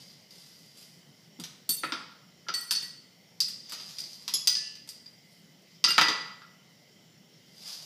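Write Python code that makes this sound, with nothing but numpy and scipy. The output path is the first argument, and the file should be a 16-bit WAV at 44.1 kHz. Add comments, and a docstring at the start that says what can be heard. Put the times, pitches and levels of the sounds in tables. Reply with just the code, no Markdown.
"""A low appliance hum runs throughout; diced vegetables rattle in surges, and peas near the end,
among small glass bowls set down on a stone counter and clinked, and a spoon scraping over a steel pot.
Hum is shaped noise, rattle a hail of ticks, each blow a banded impulse and each ring a set of dying sines.
A live kitchen throws knocks, rings and rattle back as early echoes and a diffuse tail."""
import sys
import numpy as np
from scipy import signal
from scipy.fft import rfft, irfft
from scipy.io import wavfile
from scipy.ndimage import uniform_filter1d

SR = 44100
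rng = np.random.default_rng(int(sys.argv[2]) if len(sys.argv) > 2 else 0)


def rack_gain(trim_db):
    """Turn a fader trim in dB into the linear factor to multiply a signal by."""
    fader = np.asarray(trim_db, float)
    return 10 ** (fader / 20)


def wrap_up_sound(samples):
    """Save the sound to the file named by the first command line argument, as 16-bit audio."""
    columns = np.atleast_2d(samples).T
    # keep every value between -1 and 1, then stretch to whole-number steps
    tamed = np.clip(columns, -1, 1)
    steps = np.round(tamed * 32767).astype(np.int16)
    wavfile.write(sys.argv[1], SR, steps)


N = 346185  # length in samples

# spectrum of the appliance and burner noise, before its whirring bands: f/Hz, level per Hz/dB
HUM_SPECTRUM = [(30, 4), (60, -17.5), (100, -12), (170, 2), (300, -11), (600, -13.5), (1100, -23.5),
                (2400, -24), (3700, -22), (5200, -15.5), (6600, -24.5), (8500, -32), (13000, -31),
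                (16000, -26.5)]
# broad whirring bands lifted out of the hum: f/Hz, width/Hz, lift/dB
WHIRR_BANDS = [(132.5, 13, 3), (2042, 270, 12.5), (3065, 430, 10), (5540, 120, 8.5), (7200, 170, 9)]

# vegetables and peas tumbling and the spoon dragging, in surges:
# peak t/s, level/dB, swell/dB per s, fade/dB per s, brightness above 7.2 kHz/dB
RATTLE_SURGES = [(0.002, -54.5, 900, 55, -11), (0.322, -58, 450, 7.5, -8), (0.782, -56, 408, 64, -6.5),
                 (1.249, -69, 60, 200, -8), (3.734, -43.5, 192, 172, -19), (3.8, -52, 902, 1, -12),
                 (3.984, -49.5, 904, 62, -11), (4.144, -59.5, 95, 70, -3.5), (5.1, -75, 304, 110, -3),
                 (5.328, -69.5, 130, 80, -2.5), (5.624, -71.5, 900, 500, -5), (5.75, -66.5, 72, 290, -18),
                 (7.68, -45.5, 119, 40, -10.5)]
# colour of the rattle, relative: f/Hz, level per Hz/dB
RATTLE_SPECTRUM = [(300, -39.5), (600, -15), (1500, -19.5), (2400, -16.5), (3500, -9), (4800, -8),
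                   (6100, -9.5), (8000, -17), (13000, -18.5), (15500, -38)]
# resonance near 4.9 kHz, heard in every blow and tick: f/Hz, width/Hz, level/dB
RESONANT_PEAK = (4876, 268, 9.4)

# every blow: t/s, energy of its crack/dB, weight/dB, hardness/dB, reach into the counter/dB
# weight feeds thud, knock and clack, hardness the tick; reach sets the thud against the knock
BLOWS = [(0.3075, -35, -17, -8, -1), (0.7734, -40.5, -8, 6, -1), (1.3884, -52.5, 10, 0, 16),
         (1.399, -28, -1, 2.5, -15), (1.4381, -20, -7.5, -6, -25), (1.6929, -14.5, -14.5, 2, 1),
         (1.8353, -27.5, 18, -14, -8.5), (1.9216, -16.5, 3.5, -18.5, -6), (2.4852, -16.5, -1.5, -22, -7.5),
         (2.5396, -16.5, -11, -8, -7), (2.7092, -7, -10, -4.5, -17), (2.7527, -13.5, -24, -21, -10),
         (2.8246, -30.5, -3, -2, -2), (3.404, -4.5, -27, -8.5, -15), (3.409, -20, -13.5, -10, -13),
         (3.484, -29, -4, 5.5, -17), (3.696, -27.5, -10, -1.5, -10), (3.7217, -26, 4, 5, -13.5),
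         (3.8, -28, -3, -22, -12), (3.9848, -20, -15.5, -10, -9), (4.0031, -23, -29, -5, 0.5),
         (4.0387, -24, -27, -22, 2), (4.132, -28, -37.5, -14, 19), (4.2793, -13, -8.5, -8, -19),
         (4.3381, -10.5, -19, -8, -3), (4.473, 0.5, -19.5, -13.5, -40), (4.5525, -9, -23, -33, -29),
         (4.7544, -31, -13, -10, -2), (4.8758, -36.5, -3, 2.5, -8), (4.89, -22.5, -21, -2, -15),
         (5.0604, -43, -1, -5, -9), (5.6206, -51, -15, 0, 14), (5.8412, 0.5, -11, -19.5, -12.5),
         (5.8825, -12.5, -16.5, -23, 6), (5.9053, -17.5, 5, -28, -19), (5.9806, -4, 8.5, -12.5, -22),
         (6.0128, -5.5, 5, -12, -15), (6.0848, -10.5, 3, -15, -9), (6.4181, -46.5, 9, -15, -14),
         (7.685, -27.5, -13, -19, -15), (7.7306, -21, -27, -21, 0)]
# thud, knock, clack, crack and tick of a blow: low f/Hz, high f/Hz, decay time constant/s
BLOW_BANDS = [(130.1, 505, 0.017), (877, 2690, 0.005), (2464, 3755, 0.0011), (4180, 6080, 0.0024),
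              (6570, 13600, 0.00092)]

# All strikes: "free" is the time until a hand or the counter damps the ring.
# On the two main glasses the landing place also sets the lowest mode and the tilt one octave above 4.5 kHz.
# empty glass bowl, modes: f/Hz, level/dB, t60/s
EMPTY_GLASS_MODES = [(1927, -11.5, 0.3), (4484, -1, 0.28), (5335, -17, 0.18), (5943, -14.5, 0.3),
                     (7680, -17, 0.36), (8640, -9, .3), (10350, -12, 0.31), (13090, -11, 0.29),
                     (13210, -24, 0.5), (14940, -22, 0.27)]
# its strikes: t/s, level/dB, free/s, lowest mode/dB, tilt/dB
EMPTY_GLASS_HITS = [(1.691, -29, 0.075, -20, 4), (2.541, -28.5, 0.061, -0.5, -5.5),
                    (2.608, -43.5, 0.065, -20, 2.5), (2.709, -29, 0.024, -27, -1.5),
                    (2.754, -28, 0.0064, -11, -12), (2.825, -44.5, 0.077, 4, -2)]
# bowl held in the hand, modes: f/Hz, level/dB, t60/s
HELD_BOWL_MODES = [(1970, -12.5, 0.44), (4815, 4, 0.085), (8610, -4, 0.022), (10570, -14.5, 0.021),
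                   (10930, -18.5, .03), (14850, -15, 0.028)]
# its strikes: t/s, level/dB, free/s, lowest mode/dB, tilt/dB
HELD_BOWL_HITS = [(3.404, -29.5, .12, -16, -5), (3.986, -40.5, 0.045, -12, 0), (4.28, -48, 0.017, 8, -8.5),
                  (4.473, -25, 0.028, -4.5, 3.5), (4.89, -45.5, .05, -9, 3), (5.06, -50.5, .15, -13, -21),
                  (5.841, -23, 0.024, 2, -6), (5.905, -30, 0.045, -11.5, -0.5),
                  (5.981, -32, .05, -14, -9.5), (6.012, -24.5, .2, 10, -20), (6.085, -34.5, .1, -8, -23)]
# spoon, modes: f/Hz, level/dB, t60/s
SPOON_MODES = [(3390, 6, 0.064), (4070, -4, .1), (5100, 18.5, 0.019), (6770, 9.5, 0.038), (7289, -5, 0.074),
               (8460, -6, 0.049), (11030, 13.5, 0.017), (11660, 1, 0.033), (13440, -5, .03)]
# its strike: t/s, level/dB, free/s
SPOON_HITS = [(4.339, -37.5, 0.099)]
# steel pot, modes: f/Hz, level/dB, t60/s
POT_MODES = [(1743, -2, 1.9), (2492, -10, 1.5), (2750, 3, 0.72), (2986, -2, 3)]
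# its strike: t/s, level/dB, free/s
POT_HITS = [(4.553, -55.5, 0.25)]
# neighbouring glass, modes: f/Hz, level/dB, t60/s
NEIGHBOUR_GLASS_MODES = [(2804, 4, 0.13), (7200, -11, 0.29), (12880, -10, 0.18)]
# its strike: t/s, level/dB, free/s
NEIGHBOUR_GLASS_HITS = [(5.884, -34, .09)]
# air and glass under a bowl meeting the stone, modes: f/Hz, level/dB, t60/s
BOWL_FOOT_MODES = [(1305, -17.5, 0.044), (1304, -6, 0.083), (1381.4, 1.5, 0.064), (1633, -6, .04)]
# its strikes: t/s, level/dB, free/s
BOWL_FOOT_HITS = [(1.834, -33.5, 0.045), (1.922, -33, .055), (2.467, -50.5, .02), (2.488, -35, 0.024),
                  (5.842, -37.5, .03), (5.875, -32, .062), (5.98, -20.5, .077), (6.085, -34.5, .06),
                  (6.419, -48.5, 0.015)]
# bowl of peas, modes: f/Hz, level/dB, t60/s
PEA_BOWL_MODES = [(2762, -9.5, 0.29), (3620, -0.5, 0.33)]
# its strikes: t/s, level/dB, free/s
PEA_BOWL_HITS = [(1.691, -42.5, 0.082), (2.709, -40, .08)]
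# slab and cabinet under a heavy landing, modes: f/Hz, level/dB, t60/s
COUNTER_MODES = [(173, 0.063, 0.063), (243, -2.7, 0.046)]
# their strikes: t/s, level/dB, free/s
COUNTER_HITS = [(1.389, -40, .1), (1.692, -44, .1), (5.842, -44.5, .1), (5.98, -32, .1)]
# strength of the beating twin of each mode: f/Hz, level/dB
TWIN_LEVEL = [(3000, -25.5), (5000, -2.5), (9000, -5)]

# decay of the diffuse kitchen tail: f/Hz, t60/s
KITCHEN_DECAY = [(150, 0.58), (400, 0.62), (1040, 0.75), (2760, 0.63), (4400, 0.61), (4850, 0.62),
                 (5400, 0.57), (8000, 0.58), (14000, 0.3)]
# first echoes off walls and hood: t/s, level/dB
EARLY_ECHOES = [(.0035, -14.5), (.0062, -13), (0.0121, -17), (.016, -8.5), (.021, -24.5), (.028, -14)]


def evened(x):
    """Scales to rms 1."""
    return x / np.sqrt(np.mean(x ** 2) + 1e-20)


def read(points, hz):
    """Reads a curve on a log-frequency axis."""
    f, value = np.transpose(points)
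    return np.interp(np.log(hz + 1), np.log(f + 1), value)


def add(mix, s, sound):
    """Mixes a sound in at time s."""
    part = mix[round(s * SR):][:len(sound)]
    part += sound[:len(part)]


def band(x, lo_hz, hi_hz):
    """Causal band-pass."""
    return signal.sosfilt(signal.butter(3, [lo_hz, hi_hz], "band", fs=SR, output="sos"), x)


def hum():
    """Appliance and burner noise with broad whirring bands, wavering in patches of time and pitch."""
    level_db, waver_db = -57.5, 1.7  # both rms
    frames, hz = N // 512 + 5, np.fft.rfftfreq(2048, 1 / SR)
    real, imaginary, patches = rng.standard_normal((frames, len(hz), 3)).T
    patches = uniform_filter1d(patches, 16, axis=0)  # neighbouring frequencies waver together
    patches = evened(uniform_filter1d(patches, 8, axis=1))  # and so do neighbouring moments
    whirr_db = sum(db / (1 + (2 * (hz - f) / width) ** 2) for f, width, db in WHIRR_BANDS)
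    colour_db = (read(HUM_SPECTRUM, hz) + whirr_db)[:, None]
    spectrum = (real + 1j * imaginary) * rack_gain(colour_db + waver_db * patches)
    noise = signal.istft(spectrum, nperseg=2048, noverlap=1536)[1][:N]
    return rack_gain(level_db) * evened(noise)


def resonant_peak(x):
    """Lifts a resonant peak near 4.9 kHz."""
    hz, width, db = RESONANT_PEAK
    return x + rack_gain(db) * signal.lfilter(*signal.iirpeak(hz, hz / width, SR), x)


def rattle():
    """A dense hail of small ticks of uneven size, coloured by a fixed spectrum and that peak, in surges."""
    ticks_per_s, settle = 2500, 33  # settle in dB per s squared: the fade steepens as pieces come to rest
    size_db = 1.73 * np.minimum(rng.exponential(1, N), 5)
    lands = rng.random(N) < ticks_per_s / SR
    ticks = rng.standard_normal(N) * rack_gain(size_db) * lands
    hz = np.fft.rfftfreq(N, 1 / SR)
    hail = rfft(resonant_peak(ticks)) * rack_gain(read(RATTLE_SPECTRUM, hz))
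    bright = hz > 7200
    body = evened(irfft(hail * ~bright, N))
    fizz = evened(irfft(hail * bright, N))
    peak, db, swell, fade, bright_db = np.transpose(RATTLE_SURGES)[:, :, None]
    late = np.arange(N) / SR - peak
    drop_db = np.where(late < 0, -swell * late, fade * late + settle * late ** 2)
    surges_db = db - drop_db
    # the strongest surge of each moment sets the level
    return rack_gain(surges_db.max(0)) * body + rack_gain((surges_db + bright_db).max(0)) * fizz


def knocks():
    """Each blow is a sharp impulse with a short puff of noise, coloured band by band."""
    clack_db, clack_follows = 3, 0.61  # the clack against the crack, and its share of the weight
    out, t = np.zeros(N), np.arange(2048) / SR
    puffs = rng.standard_normal((len(BLOWS), len(t)))
    for (s, crack_db, weight_db, hardness_db, reach_db), puff in zip(BLOWS, puffs):
        impulse = (t == 0) + 0.071 * puff
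        thud_db = weight_db + reach_db
        bands_db = (thud_db, weight_db, clack_db + clack_follows * weight_db, 0, hardness_db)
        for (lo_hz, hi_hz, length), db in zip(BLOW_BANDS, bands_db):
            burst = band(impulse * np.exp(-t / length), lo_hz, hi_hz)
            add(out, s, rack_gain(crack_db + db) * burst / np.linalg.norm(burst))
    return resonant_peak(out)


def ring(modes, strikes):
    """Dying sines; the place of the blow tilts the modes, and a touch cuts them short."""
    sharper = 0.0022  # nothing is quite round: each mode beats with a twin this share sharper
    rise_s, touch = 0.0002, 900  # touch: extra decay in dB per s once damped
    out, t = np.zeros(N), np.arange(SR // 2)[:, None] / SR
    hz, db, t60 = np.transpose(modes)
    turn = 2 * np.pi * hz * t
    twin = rack_gain(read(TWIN_LEVEL, hz)) * np.sin(turn * (1 + sharper))
    pair = (np.sin(turn) + twin) * (1 - np.exp(-t / rise_s))
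    tilt_shape = np.maximum(np.log2(hz / 4500), 0) ** 2  # square of the octaves above 4.5 kHz
    for s, strike_db, free, *place in strikes:
        low_db, tilt_db = place or (0, 0)
        place_db = low_db * (hz == hz.min()) + tilt_db * tilt_shape
        lost_db = 60 * t / t60 + touch * np.maximum(t - free, 0)
        add(out, s, (rack_gain(strike_db + db + place_db - lost_db) * pair).sum(1))
    return out


def kitchen(x, tail_db):
    """Early echoes, then three diffuse tails taken in turn so that no two blows echo alike."""
    out = x.copy()
    for (s, db), sign in zip(EARLY_ECHOES, (1, -1, -1, 1, -1, 1)):
        add(out, s, sign * rack_gain(db) * x)
    hz, t, z = signal.stft(rng.standard_normal((3, SR)), SR, nperseg=256)
    z = z * rack_gain(-60 * t / read(KITCHEN_DECAY, hz)[:, None])
    tails = signal.istft(z, SR, nperseg=256)[1][:, :SR]
    lag = np.arange(SR) / SR
    near_walls = 1 + 2.3 * np.exp(-lag / 0.0097)  # they answer first and loudest
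    tails = tails * np.clip(lag / 0.0025, 0, 1) * near_walls
    tails = tails / np.linalg.norm(tails, axis=1, keepdims=True)
    # the sound circles through the tails 2.9 times a second at constant total power
    turn = 2 * np.pi * (2.9 * np.arange(N) / SR + np.arange(3)[:, None] / 3)
    feeds = np.sqrt(2 / 3) * np.cos(turn) * x
    wet = signal.fftconvolve(feeds, tails, axes=1)[:, :N]
    return out + rack_gain(tail_db) * wet.sum(0)


def scene():
    """Rattle, blows and rings in the kitchen, over the hum."""
    rings = (ring(EMPTY_GLASS_MODES, EMPTY_GLASS_HITS)
             + ring(HELD_BOWL_MODES, HELD_BOWL_HITS)
             + ring(SPOON_MODES, SPOON_HITS)
             + ring(PEA_BOWL_MODES, PEA_BOWL_HITS)
             + ring(POT_MODES, POT_HITS)
             + ring(COUNTER_MODES, COUNTER_HITS)
             + ring(NEIGHBOUR_GLASS_MODES, NEIGHBOUR_GLASS_HITS)
             + ring(BOWL_FOOT_MODES, BOWL_FOOT_HITS))
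    room = kitchen(rattle(), tail_db=0.5) + kitchen(knocks(), tail_db=4.0) + kitchen(rings, tail_db=1.5)
    room = band(room, 133, 0.45 * SR)  # small things radiate little below 133 Hz
    return (room + hum())[None]


def top_cut(x):
    """Nothing passes above the cut-off."""
    return signal.sosfilt(signal.butter(12, 16610, fs=SR, output="sos"), x)


def record(dry):
    """A small microphone with no deep bass and no top treble."""
    thin = signal.sosfilt(signal.butter(4, 100, "high", fs=SR, output="sos"), dry)
    treble_cut = signal.firwin(255, 15350, window=("kaiser", 4), fs=SR)
    mix = signal.oaconvolve(thin, treble_cut[None], "same")
    return top_cut(mix)


dry = scene()
out = record(dry)
wrap_up_sound(out)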